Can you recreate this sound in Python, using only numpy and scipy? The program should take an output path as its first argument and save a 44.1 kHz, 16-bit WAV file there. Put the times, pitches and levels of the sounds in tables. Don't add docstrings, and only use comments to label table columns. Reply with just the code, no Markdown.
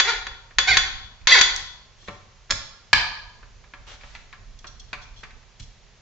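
import sys
import numpy as np
from scipy import signal
from scipy.fft import rfft, irfft, next_fast_len
from scipy.io import wavfile
from scipy.ndimage import uniform_filter1d

SR = 44100
rng = np.random.default_rng(int(sys.argv[2]) if len(sys.argv) > 2 else 0)


def master(y):
    cut = np.clip(np.atleast_2d(y).T, -1, 1)
    pcm = np.round(cut * 32767)
    wavfile.write(sys.argv[1], SR, pcm.astype(np.int16))


N = 265041
TOP_HZ = 7850

# (pitch [Hz], level [dB], t60 [s])
CASE_MODES = [(382.6, -25, 0.2), (545.2, -21.5, 0.16), (775.4, -17, 0.093), (1071, -9, 0.078),
              (1460, -7.5, 0.17), (1730, -6, .1), (1982, -9, 0.047), (2268, -7, 0.047), (2400, -14, 0.075),
              (2720, -20, 0.14), (3090, -8, 0.22), (3367, -4.5, .09), (3443, 3, .3), (3900, -9.5, 0.068),
              (4375, -11.5, 0.11), (4590, -5.5, 0.12), (4640, -6, 0.11), (5470, -17, 0.063),
              (5870, -16, .05), (6700, -11.5, 0.074), (6930, -13, .1)]
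# (frequency [Hz], gain [dB])
CASE_EQ = [(100, -39.5), (300, -22.5), (600, -24.5), (1050, -8.5), (1280, -8.5), (1500, -2.5), (2000, -1.5),
           (2500, -4.5), (2880, -10.5), (3400, 0.5), (4650, -5.5), (5100, -12), (7000, -10.5), (8000, -25)]
# (time [s], level [dB], tilt [dB/octave])
CRACKS = [(0.0003, -6, -0.5), (.268, -25, -4), (.5850, -6.5, -0.5), (.770, -5.5, 0), (1.2718, -7, 0.5),
          (1.3885, -12, 1.5), (1.4118, -3.5, 2)]
# (frequency [Hz], gain [dB])
TWIST_EQ = [(300, -0.5), (440, 9), (620, -6), (790, 5.5), (1000, 1.5), (1300, -7.5), (1520, -0.5),
            (2000, 1.5), (2400, 0), (3150, -5.5), (4600, -2), (7000, -5)]
# (start [s], fastest moment [s], end [s], top slip rate [Hz], level [dB],
# speed-up [s], slow-down [s], fade [dB/s], roughness at top speed [0-1])
PULLS = [(.048, 0.093, .19, 481, -18.5, 0.024, .03, 253.5, 0.25),
         (0.672, .687, .768, 791, -13, .013, .08, 130, .25),
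         (1.276, 1.327, 1.398, 668.8, -6.5, .02, .037, 175.5, .1)]
def tight_screw(ring_db=-3):
    ring = amp(ring_db) * ringing(CASE_MODES)
    out = blows(CRACKS, clatter(CASE_EQ, t60=0.044, tick=0.31, hold_s=0.0011) + ring)
    for start, *pull in PULLS:
        case = clatter(CASE_EQ, t60=0.035, tick=0.72, hold_s=0.00043) + ring
        body = coloured(case, lambda hz: curve(TWIST_EQ, hz))
        add(out, start, creak(body, start, *pull))
    return out


def creak(body, start, fastest, end, top_hz, top_db, rise_s, sag_s, fade_db_per_s, top_roughness,
          swell_db=11, squeal_db=-3, slow_roughness=0.6, jitter=0.11, grit=2.5):
    t = np.arange(start, end, 1 / SR) - fastest
    rising = t < 0
    speed = 1 / (1 + (t / np.where(rising, rise_s, sag_s)) ** 2)
    slow_share = np.where(rising, 0.77, 0.32)
    slip_hz = top_hz * (speed + (1 - speed) * slow_share)
    envelope = amp(top_db - np.where(rising, swell_db * (1 - speed), fade_db_per_s * t))
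    roughness = top_roughness * speed + slow_roughness * (1 - speed)
    wander = unit_rms(uniform_filter1d(rng.standard_normal(len(t)), size=45))
    cycles = np.cumsum(slip_hz * (1 + jitter * roughness * wander)) / SR
    harmonic = np.arange(1, 48)[:, None]
    partials = np.cos(2 * np.pi * harmonic * cycles) * (harmonic * slip_hz < TOP_HZ)
    slips = unit_rms(partials.sum(0) * np.sqrt(slip_hz))
    grains = unit_rms(rng.standard_normal(len(t)) * np.exp(-(cycles % 1) / 0.15))
    squeal = amp(squeal_db) * speed ** 2 * np.cos(2 * np.pi * 3 * cycles)
    force = envelope * (slips + squeal + grit * roughness * grains)
    return unit_energy(convolve(force, body)) * np.linalg.norm(envelope)


# (time [s], level [dB], tilt [dB/octave])
SNAPS = [(2.9308, -1.5, 0.5), (2.9349, -8, 1), (2.943, -17, -6)]
# (frequency [Hz], gain [dB])
SNAP_EQ = [(80, -18.5), (300, -24), (700, -13.5), (1050, -6.5), (1400, -9), (1700, 6), (2000, -8),
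           (2350, 3), (2850, -8), (3150, -2), (3600, -9), (4650, -2.5), (5200, -12.5), (7500, -20.5)]
# (pitch [Hz], level [dB], t60 [s])
SNAP_MODES = [(727.5, -12, 0.29), (1015, -8.5, 0.2), (1640, -4, .14), (1800, -6.5, 0.3), (2260, -5, .12),
              (2550, -1, 0.13), (3130, 0.5, 0.3), (4600, -2.5, 0.19), (4800, 0, 0.25)]
def blade_snap(ring_db=-14):
    ring = amp(ring_db) * ringing(SNAP_MODES)
    return sum(blows([hit], clatter(SNAP_EQ, t60=0.015, tick=0.35, hold_s=0.0032) + ring)
               for hit in SNAPS)


# (time [s], level [dB], tilt [dB/octave])
CLINKS = [(2.496, -44, -3), (2.502, -32, -3), (2.5065, -18.5, 3), (2.5095, -14.5, 4.5), (2.5128, -23.5, -5),
          (2.522, -22.5, -1.5)]
# (frequency [Hz], gain [dB])
CLINK_EQ = [(80, -8.5), (270, -21), (450, -11), (750, -12.5), (1050, -3), (2000, -1.5), (2500, -2.5),
            (2830, -13.5), (3500, -3), (4700, -6.5), (5200, 2.5), (5800, -11), (7000, -7), (8000, -10)]
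# (pitch [Hz], level [dB], t60 [s])
CLINK_MODES = [(3400, -0.5, .45), (4510, 0.5, .06), (5130, 0, .06), (5250, -3.5, 0.067), (5600, -10, .06)]
def tip_clinks(ring_db=-13):
    attack = clatter(CLINK_EQ, t60=0.027, tick=0.57, hold_s=0.0022)
    ring = amp(ring_db) * ringing(CLINK_MODES)
    return blows(CLINKS, attack + ring) * amp([[-1.5], [1.5]])


# (time [s], level [dB], tilt
# [dB/octave], boosted pitch [Hz])
TAPS = [(.509, -44.5, -1.5, 1800), (1.214, -51.5, 3, 2410), (1.253, -51.5, -1, 2400),
        (2.027, -50, -6, 1800), (2.0768, -39.5, 1, 900), (2.0833, -27.5, -4, 633), (3.429, -43, -3, 1690),
        (3.64, -48, -3.5, 2166), (3.737, -35, -2, 1680), (4.011, -44.5, 3, 1790), (4.035, -40, -2.5, 900),
        (4.151, -34.5, 1.5, 2250), (4.328, -36.5, -0.5, 1700), (4.6437, -35.5, -2.5, 1410),
        (4.9305, -24.5, -0.5, 2420), (5.2321, -40, -3.5, 1410), (5.2347, -34.5, 0.5, 1960),
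        (5.307, -46.5, 2.5, 2000), (5.4282, -53.5, 1.5, 2000)]
# (frequency [Hz], gain [dB])
TAP_EQ = [(100, -12), (400, -9.5), (750, -9.5), (1050, 0), (1400, -1.5), (1750, 0.5), (2050, -3.5),
          (2400, 0.5), (2900, -8), (3800, -7), (4700, -11), (5300, -18), (7500, -19)]
# (pitch [Hz], level [dB], t60 [s])
TAP_MODES = [(579, -6, 0.33), (745, -5, 0.21), (900, -5, 0.31), (1048, 1.5, .25), (1174, -1, .2),
             (1349, 1, 0.29), (1680, -4.5, .25)]
def slot_taps(ring_db=-11):
    ring = amp(ring_db) * ringing(TAP_MODES)
    return sum(blows([hit], clatter(TAP_EQ, t60=0.074, tick=0.34, hold_s=0.0013) + ring)
               for hit in TAPS)


# (time [s], length [s], level [dB], band centre [Hz], half-width [octaves], shaft ring [dB])
SCRAPES = [(1.499, 0.018, -38, 4100, 0.35, -8), (1.561, 0.006, -25.5, 5793, 0.51, -16),
           (1.98, 0.24, -57, 4490, 0.8, -5), (2.37, 0.051, -80, 1467, 2.4, -21.5),
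           (3.865, .11, -46.5, 1340, 1.4, -14), (3.994, 0.3, -56, 2140, 1.18, -34),
           (4.588, .011, -49.5, 5610, 0.45, -5.5), (4.667, 0.025, -43.5, 4930, 0.44, -1.5),
           (4.795, 0.016, -44.5, 4930, 0.5, -2), (4.882, .02, -60, 4200, .5, -1.5),
           (5.013, 0.043, -52, 4600, 0.46, -5), (5.156, 0.082, -54, 4190, 0.64, -2),
           (5.596, 0.019, -45, 3980, 0.96, -15.5), (5.616, 0.036, -52, 5000, 0.74, -11)]
# (pitch [Hz], level [dB], t60 [s])
SHAFT_MODES = [(2763, -11, 0.02), (3337, 0.5, 0.023), (4330, -4.5, 0.0097), (5780, -3.5, .04)]
def scrapes(grain_db=4):
    out = np.zeros((2, N))
    shaft = ringing(SHAFT_MODES)
    for time, length, db, centre_hz, octaves, ring_db in SCRAPES:
        count = int(length * SR)
        progress = np.linspace(0, 1, count)
        noise = stereo_noise(count, mono_hz=5000)
        spikes = amp(grain_db * np.minimum(rng.exponential(1, count), 4))
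        grains = noise * spikes * np.sqrt(progress) * (1 - progress)
        direct = unit_energy(np.pad(grains, ((0, 0), (0, shaft.shape[1] - 1))))
        ring = amp(ring_db) * unit_energy(convolve(grains, shaft))
        rub = coloured(direct + ring,
                       lambda hz: -10 * np.log10(1 + (np.log2((hz + 1) / centre_hz) / octaves) ** 4))
        add(out, time, amp(db) * np.sqrt(count) * unit_energy(rub))
    return out


# (time [s], level [dB])
THUDS = [(2.083, -43.5), (2.507, -37), (2.931, -35), (5.597, -44.5)]
# (pitch [Hz], level [dB], t60 [s])
BENCH_MODES = [(64, -4.5, 0.31), (97.8, 2.5, 0.22), (132.5, -1, 0.12), (183, -7.5, 0.11),
               (266, -12.5, 0.27)]
def bench_thuds(rms_samples=1100):
    out = np.zeros((2, N))
    for time, db in THUDS:
        add(out, time, amp(db) * np.sqrt(rms_samples) * ringing(BENCH_MODES))
    return out * amp([[-1], [1]])


# (time [s], length [s], level [dB])
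LEANS = [(0, 0.33, -45.5), (.56, .46, -39.5), (.69, 0.062, -30.5), (1.2, 0.41, -41), (3.17, .42, -49.5),
         (3.76, 0.44, -47.5), (4.33, 1.02, -46)]
# (frequency [Hz], gain [dB])
RUMBLE_EQ = [(11, -35), (18, -2), (38, 3.5), (103, -13), (135, -15), (157, -23.5), (194, -23), (267, -23.5),
             (300, -47.5), (390, -61.5), (660, -120)]
def bench_rumble(rest_db=-55, jolt_db=0.5, rise_s=0.018, settle_db_per_s=104.5):
    jolts = [(time, rise_s, db + jolt_db) for time, db in THUDS]
    power = amp(rest_db) ** 2
    for start, length, db in list(LEANS) + jolts:
        t = np.arange(N) / SR - start
        sway = np.clip(t / rise_s, 0, 1) * amp(db - settle_db_per_s * np.maximum(t - length, 0))
        power = power + sway ** 2
    return np.sqrt(power) * noise_bed(RUMBLE_EQ, mono_hz=300) * amp([[-3], [0.6]])


# (frequency [Hz], t60 [s])
ROOM_DECAY = [(100, 0.49), (400, 0.64), (1000, 0.8), (2000, 0.58), (4500, 0.67), (7500, 0.49)]
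def workshop_reverb(x, wet_db=-6.5, build_s=0.0067):
    hz, t, spectrum = signal.stft(stereo_noise(SR, mono_hz=1700), SR, nperseg=256)
    decay = amp(-60 * t / curve(ROOM_DECAY, hz)[:, None])
    tail = signal.istft(spectrum * decay, SR, nperseg=256)[1]
    fade_in = 1 - np.exp(-(np.arange(tail.shape[1]) / SR / build_s) ** 2)
    return x + amp(wet_db) * convolve(x, unit_energy(tail * fade_in))


# (frequency [Hz], gain [dB])
ROOM_TONE_EQ = [(59, -30), (100, -3.5), (200, -16.5), (231, -19), (299, -30.5), (378, -17.5), (438, -18.5),
                (630, -19), (770, -20), (1380, -22.5), (1810, -21), (6740, -24.5), (7800, -36.5),
                (10100, -73.5), (17200, -120)]
def room_tone(left_db=-57, right_db=-56):
    return noise_bed(ROOM_TONE_EQ, mono_hz=5000) * amp([[left_db], [right_db]])


def blows(hits, body, boost_db=5, boost_octaves=0.25, rms_samples=220):
    out = np.zeros((2, N))
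    for time, db, tilt, *pitches in hits:
        def eq_db(hz):
            bell = sum(np.exp(-(np.log2((hz + 1) / pitch) / boost_octaves) ** 2) for pitch in pitches)
            return tilt * np.log2(np.maximum(hz, 250) / 2000) + boost_db * bell
        add(out, time, amp(db) * np.sqrt(rms_samples) * unit_energy(coloured(body, eq_db)))
    return out


def clatter(eq, t60, tick, hold_s):
    t = np.arange(SR // 2) / SR
    envelope = amp(-60 * np.maximum(t - hold_s, 0) / t60)
    burst = unit_energy(stereo_noise(len(t), mono_hz=4500) * envelope) + tick * (t == 0)
    return unit_energy(coloured(burst, lambda hz: curve(eq, hz))[:, :len(t)])


def ringing(modes, spread=0.67):
    t = np.arange(SR // 2) / SR
    out = 0
    for k, (hz, db, t60) in enumerate(modes):
        offset = spread * hz / 3000 * (-1) ** k * np.array([[1], [-1]])
        tone = np.sin(2 * np.pi * hz * t + offset + rng.uniform(0, 2 * np.pi))
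        swell = 1 - np.exp(-(hz * t) ** 2)
        out = out + amp(db) * unit_energy(tone * swell * amp(-60 * t / t60))
    return unit_energy(out)


def noise_bed(eq, mono_hz):
    count = next_fast_len(N, True)
    gain = amp(curve(eq, np.fft.rfftfreq(count, 1 / SR)))
    return unit_rms(irfft(rfft(stereo_noise(count, mono_hz)) * gain, count)[:, :N])


def stereo_noise(count, mono_hz):
    shared, *sides = rfft(rng.standard_normal((3, count)))
    likeness = 0.78 / (1 + (np.fft.rfftfreq(count, 1 / SR) / mono_hz) ** 2)
    return irfft(np.sqrt(likeness) * shared + np.sqrt(1 - likeness) * np.array(sides), count)


def coloured(x, db_at, size=4096):
    hz = abs(np.fft.fftfreq(size, 1 / SR))
    log_gain = np.log(amp(db_at(hz)) / (1 + (hz / TOP_HZ) ** 20) + 1e-5)
    spectrum = np.exp(np.conj(signal.hilbert(log_gain)))
    return convolve(x, np.fft.ifft(spectrum).real[:size // 2])


def convolve(x, response):
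    return signal.fftconvolve(np.atleast_2d(x), np.atleast_2d(response), axes=1)[:, :N]


def curve(points, hz):
    point_hz, value = np.transpose(points)
    return np.interp(np.log(hz + 1), np.log(point_hz + 1), value)


def add(mix, time, sound):
    part = mix[:, round(time * SR):][:, :sound.shape[-1]]
    part += sound[..., :part.shape[1]]


def amp(db):
    return 10 ** (np.asarray(db) / 20)


def unit_energy(x):
    return x / np.sqrt(np.mean(np.sum(x ** 2, -1)) + 1e-20)


def unit_rms(x):
    return x / np.sqrt(np.mean(x ** 2) + 1e-20)


def scene():
    work = tight_screw() + blade_snap() + tip_clinks() + slot_taps() + scrapes() + bench_thuds()
    return workshop_reverb(work) + bench_rumble() + room_tone()


def record(dry, limit_db=-5.5, release_db_per_s=160, ceiling=0.96):
    power = uniform_filter1d((dry ** 2).mean(0), size=130)
    power_db = 10 * np.log10(abs(power) + 1e-12)
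    release_db = np.arange(N) * release_db_per_s / SR
    held_db = np.maximum.accumulate(power_db + release_db) - release_db
    over_db = np.maximum(held_db - limit_db, 0)
    limited = dry / amp(signal.lfilter(np.ones(100) / 100, 1, over_db))
    rounded = limited / (1 + (limited / ceiling) ** 4) ** (1 / 4)
    high_cut = signal.firwin(255, TOP_HZ, window=("kaiser", 9), fs=SR)
    return signal.oaconvolve(rounded, high_cut[None], "same")


dry = scene()
out = record(dry)
master(out)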